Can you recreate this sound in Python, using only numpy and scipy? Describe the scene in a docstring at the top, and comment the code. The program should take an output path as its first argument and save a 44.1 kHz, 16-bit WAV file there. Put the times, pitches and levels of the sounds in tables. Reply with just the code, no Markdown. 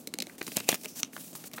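"""In a small room, close to the microphone, a folded paper leaflet is opened by hand.
Creases snap as a click with a short noise rattle; bulges flip as dull pops made of damped modes.
Panels slap with a swelling rattle, a low thump and a puff of noise; one stiff fold clicks and rings.
In between, paper slides over paper and fingertips: grainy filtered noise with larger ticks in it.
One wall echo and a short tail surround the paper; shaped noise gives a low room hum and faint hiss."""
import sys
import numpy as np
from scipy import signal
from scipy.fft import rfft, irfft
from scipy.io import wavfile
from scipy.ndimage import uniform_filter1d

SR = 44100
rng = np.random.default_rng(int(sys.argv[2]) if len(sys.argv) > 2 else 0)


def materialize(psi):
    """Save the field psi as 16-bit PCM at rate SR to the path in sys.argv[1].

    A 1-D psi becomes a single channel; in a 2-D psi each row is a channel.
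    """
    bounded = np.clip(np.atleast_2d(psi).T, -1, 1)
    quanta = np.round(bounded * 32767).astype(np.int16)
    wavfile.write(sys.argv[1], SR, quanta)


N = 70560  # length in samples

# Room hum and hiss. Each row: frequency in Hz, relative density in dB per Hz.
HUM_COLOUR = [(25, -26), (50, 1), (70, -0.5), (110, -13), (165, -2), (265, 2), (400, -10), (600, -11),
              (1000, -21), (2000, -29.5), (4000, -28.5), (9000, -28), (16000, -35)]
# Room tail. Each row: band centre in Hz, 60 dB decay time in seconds, level in dB before band colouring.
ROOM_BANDS = [(225, 0.15, -16.5), (663, 0.033, -13), (2280, 0.21, -20), (5170, 0.089, -20.5)]
# Paper sliding. Each row: start in seconds, end in seconds, start level in dB, end level in dB (both
# before SLIDE_DB), tilt in dB per octave, resonance of the rubbed panel in Hz, its height in dB.
SLIDES = [(0, 0.051, -46.5, -58, 2, 7200, 1.5), (0.083, 0.196, -66, -61, -3.5, 4100, 9),
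          (0.232, 0.36, -55, -51.5, -3, 4000, -8), (0.426, 0.557, -44.5, -40, 1, 4260, 6),
          (0.559, 0.595, -29, -37.5, -3, 2430, 9), (0.59, 0.684, -47.5, -41, -1, 2640, 7),
          (0.685, 0.737, -29, -35, -1, 2600, 13), (0.736, 0.748, -37, -37, 1.5, 2500, 5),
          (0.75, 0.862, -50.5, -46, 2.5, 5270, 4.5), (0.879, 0.956, -40, -51.5, 1, 5600, 11),
          (0.955, 1.003, -41, -32, 0, 6300, 5.5), (1.004, 1.012, -33, -43, 3, 6300, 13),
          (1.016, 1.077, -49.5, -55, -2.5, 6300, 8), (1.127, 1.209, -47, -42.5, 1.5, 1600, 7),
          (1.208, 1.226, -41, -38.5, 1, 3100, 3.5), (1.225, 1.325, -39.5, -47.5, 2.5, 13070, -2),
          (1.334, 1.366, -45, -56, 0, 7380, 7), (1.354, 1.391, -31, -50.5, 2, 1154, 12.5),
          (1.386, 1.462, -45.5, -45.5, -0.5, 900, 1), (1.457, 1.481, -39.5, -37.5, 1.5, 7700, 4),
          (1.506, 1.553, -69, -39, -3, 2130, 10), (1.562, 1.6, -37, -54, 1.5, 1190, 15)]
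# Colour of sliding paper. Each row: frequency in Hz, gain in dB.
SLIDE_COLOUR = [(80, 3.5), (190, 15.5), (500, -1.5), (1000, -1.5), (1600, -3), (2700, 1), (4500, 3),
                (6500, 4), (9000, 5.5), (13000, 5), (16000, 4.5)]
# Bulges that flip through softly. Each row: time in seconds, level in dB, pitch in Hz, decay in ms.
POPS = [(0.2966, -47, 1990, 2.4), (0.4156, -34.5, 1980, 0.66), (0.518, -45.5, 2320, 1.5),
        (1.1649, -40, 1474, 2.2), (1.579, -41.5, 1490, 2), (1.5824, -40.5, 1840, 3.3)]
# Modes of a bulge. Each row: multiple of its pitch, relative level in dB.
BULGE_MODES = [(.77, -2.5), (1, -0.5), (1.19, -3.5), (2.15, -11)]
# Panels that swing over and slap. Each row: time in seconds, crack level in dB, crack centre in Hz,
# width in octaves, rise in ms, decay in ms, flex level in dB, flex pitch in Hz.
SLAPS = [(0.4142, -38, 1790, 1.2, 1.45, 3.3, -35, 334), (.569, -23, 7060, 0.98, 0.26, 1.44, -25.5, 242),
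         (.573, -39.5, 2000, 2.2, 1, 2.5, -34, 540), (0.69, -17.5, 4240, 1.24, 0.78, 3.2, -22, 503),
         (0.718, -29.5, 5500, 2.2, 1.3, 1.4, -50, 288), (0.728, -31, 2320, 0.44, 0.82, 1.2, -28, 273.4),
         (0.7475, -31.5, 7000, 2.3, 1.6, 4.8, -66, 247), (1.1664, -45, 2960, 1.24, 1.1, 1.6, -47.5, 576),
         (1.331, -49.5, 7000, 1.3, 1.6, 2.8, -44.5, 245)]
# Colour the sheet gives to every crack. Each row: frequency in Hz, gain in dB.
SHEET_COLOUR = [(70, 12.5), (220, 15), (600, 7), (1000, 6.5), (1500, 2), (2300, 4.5), (3200, 1),
                (4100, 0.5), (5100, 0), (6100, 2), (7200, -0.5), (9000, 2), (11000, -1), (14000, 0.5),
                (16000, 1)]
# A stiff fold rings briefly as it clicks open. Each row: mode in Hz, level in dB, decay in ms.
STIFF_FOLD_MODES = [(258, -40.5, 4), (1300, -41, 1.4), (2160, -39.5, 1.2), (2850, -33.5, 0.59),
                    (3770, -35.5, 0.79), (4240, -42, 2.3), (6000, -26, 0.54), (9160, -40.5, 0.49),
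                    (13400, -46, 0.076)]
# Creases that pop. Each row: time in seconds, crack level in dB, crack centre in Hz,
# width in octaves, decay in ms, flex level in dB.
SNAPS = [(0.0731, -36.5, 8050, 0.98, 3.6, -40), (0.1389, -33.5, 4500, 1.25, 2.2, -38.5),
         (0.1872, -34, 6100, 0.99, 1, -38), (0.2026, -33, 4640, 0.67, 2.9, -40.5),
         (0.222, -32, 4700, 1.07, 3.1, -40.5), (0.2692, -46.5, 3600, 1.26, 1.2, -44.5),
         (0.382, -42.5, 7000, 1.8, 20, -50), (.4285, -41.5, 7040, 1.6, 0.95, -76),
         (0.4672, -38, 5640, 0.98, 4.3, -43), (0.4787, -36.5, 2380, 2.6, 4.2, -38),
         (.519, -42.5, 3340, 0.93, 2.6, -44), (0.565, -37.5, 9000, 0.54, 0.72, -41),
         (0.5765, -36.5, 2220, 0.55, 1.1, -45), (.5836, -42, 8000, 2.2, 1.1, -59),
         (.6015, -38, 5150, 1.6, 1, -43.5), (0.604, -36.5, 2540, 1.1, 2.7, -42),
         (0.7436, -28.5, 9000, 2.7, 1.4, -47.5), (0.7555, -40, 4500, 1.3, 0.97, -70),
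         (.813, -49, 6000, .9, 3.4, -61), (0.8349, -42.5, 5950, 1.4, 6, -51),
         (0.8459, -40, 4400, 1.5, 3.5, -54.5), (0.8512, -37.5, 4200, 5.1, 8.4, -47),
         (0.8576, -36.5, 3260, 1.08, 0.89, -44.5), (1.132, -52, 1940, 0.53, 3.3, -53),
         (1.1791, -48.5, 1460, 0.92, 0.52, -52), (1.353, -40.5, 8100, 7.9, 1.1, -56),
         (1.44, -44, 1250, 1.7, 3.9, -66), (1.5153, -51, 3950, 3.8, 1.2, -71),
         (1.5353, -43.5, 4000, 3.9, 0.61, -48.5), (1.5396, -43, 4400, 1.5, 0.44, -46),
         (1.5827, -40.5, 1580, 0.83, 1.5, -50), (1.5914, -48, 1490, 0.96, 1.5, -68)]
# Bending modes of the sheet. Each row: centre of the random pitch in Hz, relative level in dB, decay in ms.
FLEX_MODES = [(227, 5, 3.9), (300, -0.5, 7), (429, -1, 3.96), (608, -6, 5.3)]
# Ringing of the stiff, folded leaflet. Each row: centre of the random pitch in Hz,
# level in dB against the crack, decay in ms.
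FOLDED_MODES = [(2255, -10, 2), (4110, -5.5, 1.54)]

HUM_DB = -52
ECHO_S, ECHO_DB = 0.016, -22.5  # nearest wall
# Each short sound has a buffer of EVENT_S with its hit at LEAD_S; its level is taken over LEVEL_S.
EVENT_S, LEAD_S, LEVEL_S = 0.08, 0.015, 0.007
LEAD = int(LEAD_S * SR)  # samples
SLIDE_EDGE_S, SLIDE_DB = 0.0088, -3  # how fast contact builds; level trim of every slide
GRAIN_DB, FLICKER_DB = 1, 1.96  # depth of the fine grain and of the slower flutter
TICKS_PER_S, TICK_DB, TICK_SPREAD_DB = 160, -11, -5.5  # average rate, level against the grain, spread
POP_RISE_MS, SNAP_RISE_MS, THUMP_RISE_MS, FOLDED_RISE_MS = 0.17, 0.16, 0.68, 0.28
THUMP_DECAY_CYCLES, FLEX_RISE_CYCLES = 0.91, 0.71  # low pitches fade or build more slowly
OVERTONE, OVERTONE_DB = 2.35, -12.5  # second thump mode: pitch ratio and level against the first
PUFF_DB, PUFF_MS, PUFF_PITCH = -8, 3.6, 1.38  # level against the thump, decay, centre as ratio of its pitch
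THUMP_EARLY_S = 0.0008  # the air cushion moves before the panel lands
FOLD_S = 1.0318  # when the stiff fold clicks
FIRST_CLICK = 0.43  # height of the click added to a rattle of energy 1
FLEX_SCATTER, FOLDED_SCATTER = 0.15, 0.023  # random pitch spread, as a fraction
FOLDED_UNTIL_S = 0.28  # snaps before this also ring
TOP_HZ = 15900  # upper limit of the microphone


def undb(db):
    """Decibels to gain."""
    return 10 ** (np.asarray(db) / 20)


def unit(x):
    """Scale to rms 1."""
    return x / np.sqrt(np.mean(x ** 2))


def burst(x, db):
    """Scale a short sound so its energy, spread over LEVEL_S, has the given level."""
    return x * undb(db) * np.sqrt(LEVEL_S * SR / np.sum(x ** 2))


def freqs(x):
    """Frequencies of the spectrum of x in Hz, at least 1."""
    return np.maximum(np.fft.rfftfreq(len(x), 1 / SR), 1)


def curve(x, points):
    """Join (Hz, dB) points over the spectrum of x, on a log frequency axis."""
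    hz, db = np.array(points).T
    return np.interp(np.log(freqs(x)), np.log(hz), db)


def colour(x, db):
    """Causal minimum-phase filter with the given gain at each frequency."""
    cepstrum = irfft(np.log(undb(db)), len(x))
    cepstrum[1:] *= 2
    cepstrum[len(x) // 2:] = 0
    return irfft(rfft(x) * np.exp(rfft(cepstrum)), len(x))


def hump(x, hz, octaves):
    """A broad resonance, in dB, with its peak at 0."""
    away = (np.log2(freqs(x) / hz) / octaves) ** 2
    return -40 * np.log10(1 + away / 4)


def walk(rate):
    """Random values, rate per second, joined by straight lines."""
    step = int(SR / rate)
    held = np.repeat(rng.standard_normal(N // step + 1), step)
    return uniform_filter1d(held, step)[:N]


def add(out, x, start_s):
    """Mix a short sound in."""
    i = int(start_s * SR)
    out[i:i + len(x)] += x[:max(N - i, 0)]


def period_ms(hz):
    """Length of one cycle."""
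    return 1000 / hz


def event_ms():
    """Time around an event, in ms, with the hit at 0."""
    return (np.arange(int(EVENT_S * SR)) - LEAD) / SR * 1000


def ring(hz, decay_ms, rise_ms):
    """One damped mode: a sine that builds quickly and dies exponentially."""
    ms = np.maximum(event_ms(), 0)
    sine = np.sin(2 * np.pi * hz * ms / 1000)
    return sine * np.exp(-ms / decay_ms) * (1 - np.exp(-ms / rise_ms))


def rattle(rise_ms, decay_ms):
    """A run of tiny fibre slips that swells up to the hit and dies away; energy 1."""
    ms = event_ms()
    slips = np.sign(rng.standard_normal(len(ms)))
    x = slips * np.exp(np.minimum(ms / rise_ms, -ms / decay_ms))
    return x / np.sqrt(np.sum(x ** 2))


def crack(push, db, hz, octaves):
    """The sheet radiates a push: its own colour plus a hump at the pitch of the facet that moved."""
    return burst(colour(push, hump(push, hz, octaves) + curve(push, SHEET_COLOUR)), db)


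def background():
    """Low room hum under a faint hiss, both from one shaped noise."""
    noise = rng.standard_normal(N)
    return undb(HUM_DB) * unit(colour(noise, curve(noise, HUM_COLOUR)))


def room(x):
    """One wall echo and a short tail that decays at its own rate in each band."""
    t = np.arange(SR // 2) / SR
    response = np.zeros(len(t))
    for hz, t60, db in ROOM_BANDS:
        fade = np.exp(-np.log(1000) * t / t60)
        tail = rng.standard_normal(len(t)) * fade * np.minimum(t / ECHO_S, 1)
        energy = np.sum(tail ** 2)
        response += undb(db) * colour(tail, hump(tail, hz, octaves=0.68)) / np.sqrt(energy)
    response[int(ECHO_S * SR)] += undb(ECHO_DB)
    return x + signal.fftconvolve(x, response)[:N]


def rubbing():
    """Fibres catch and slip in a dense, fluttering hiss with a few larger ticks among them."""
    grains = unit(rng.standard_normal(N) * undb(GRAIN_DB * walk(2500)))
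    hits = rng.random(N) < TICKS_PER_S / SR
    sizes = undb(TICK_SPREAD_DB * rng.standard_normal(N))
    tick = crack(rattle(SNAP_RISE_MS, decay_ms=0.78), 0, hz=3080, octaves=2.5)[LEAD:]
    ticks = signal.fftconvolve(hits * sizes, tick)[:N]
    rub = (grains + undb(TICK_DB) * unit(ticks)) * undb(FLICKER_DB * walk(90.3))
    return colour(rub, curve(rub, SLIDE_COLOUR))


def slides():
    """Each slide lets the rubbing through while in contact, tinted by the panel that is rubbed."""
    t, out = np.arange(N) / SR, np.zeros(N)
    rub = rubbing()
    spectrum = rfft(rub)
    octave = np.log2(np.maximum(freqs(rub), 1500))  # the tilt acts only above 1500 Hz
    for start, end, start_db, end_db, tilt_db, panel_hz, panel_db in SLIDES:
        touching = 1.0 * ((t >= start) & (t < end))
        contact = uniform_filter1d(touching, int(SLIDE_EDGE_S * SR))
        panel = panel_db * undb(hump(rub, panel_hz, octaves=0.16))
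        hiss = unit(irfft(spectrum * undb(tilt_db * octave + panel), N))
        level_db = SLIDE_DB + np.interp(t, [start, end], [start_db, end_db])
        out += contact * undb(level_db) * hiss
    return out


def pops():
    """A bulge flips through with a dull pop: a few damped modes and no sharp click."""
    out = np.zeros(N)
    for s, db, hz, decay_ms in POPS:
        pop = 0
        for k, (ratio, mode_db) in enumerate(BULGE_MODES):
            pop += (-1) ** k * undb(mode_db) * ring(hz * ratio, decay_ms, POP_RISE_MS)
        add(out, burst(pop, db), s - LEAD_S)
    return out


def slaps():
    """A panel brushes in and lands; it bends with a low thump and pushes out a puff of air."""
    out = np.zeros(N)
    for s, db, hz, octaves, rise_ms, decay_ms, flex_db, flex_hz in SLAPS:
        push = rattle(rise_ms, decay_ms)
        puff = rattle(rise_ms, PUFF_MS)
        puff = colour(puff, hump(puff, flex_hz * PUFF_PITCH, octaves=0.57))
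        fade_ms = THUMP_DECAY_CYCLES * period_ms(flex_hz)
        thump = ring(flex_hz, fade_ms, THUMP_RISE_MS)
        thump += undb(OVERTONE_DB) * ring(flex_hz * OVERTONE, fade_ms, THUMP_RISE_MS)
        add(out, crack(push, db, hz, octaves) + burst(puff, flex_db + PUFF_DB), s - LEAD_S)
        add(out, burst(thump, flex_db), s - LEAD_S - THUMP_EARLY_S)
    return out


def fold_click():
    """The stiffest fold flips over with one clean, ringing click: damped modes of alternating sign."""
    out = np.zeros(N)
    for k, (hz, db, decay_ms) in enumerate(STIFF_FOLD_MODES):
        mode = burst(ring(hz, decay_ms, SNAP_RISE_MS), db)
        add(out, (-1) ** k * mode, FOLD_S - LEAD_S)
    return out


def sheet_flex():
    """The sheet bends: low damped modes, scattered in pitch, give a knock."""
    flex = 0
    for k, (hz, mode_db, decay_ms) in enumerate(FLEX_MODES):
        pitch = hz * (1 + FLEX_SCATTER * rng.standard_normal())
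        mode = ring(pitch, decay_ms, FLEX_RISE_CYCLES * period_ms(hz))
        flex += (-1) ** k * undb(mode_db) * mode
    return flex


def snaps():
    """A crease buckles: one click, a short rattle, and the sheet bends; while still folded it also rings."""
    out = np.zeros(N)
    for s, db, hz, octaves, decay_ms, flex_db in SNAPS:
        push = rattle(SNAP_RISE_MS, decay_ms)
        push[LEAD] += FIRST_CLICK
        add(out, crack(push, db, hz, octaves) + burst(sheet_flex(), flex_db), s - LEAD_S)
        if s < FOLDED_UNTIL_S:
            for mode_hz, mode_db, mode_ms in FOLDED_MODES:
                pitch = mode_hz * (1 + FOLDED_SCATTER * rng.standard_normal())
                knock = ring(pitch, mode_ms, FOLDED_RISE_MS)
                add(out, burst(knock, db + mode_db), s - LEAD_S)
    return out


def scene():
    """The leaflet in the room, over the background."""
    leaflet = snaps() + fold_click() + pops() + slaps() + slides()
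    return (room(leaflet) + background())[None]


def record(dry):
    """The microphone thins the deep bass and cuts the top."""
    bass_cut = signal.butter(4, 115, "high", fs=SR, output="sos")
    top_cut = signal.ellip(10, 0.2, 80, TOP_HZ, fs=SR, output="sos")
    return signal.sosfilt(top_cut, signal.sosfilt(bass_cut, dry))


dry = scene()
out = record(dry)
materialize(out)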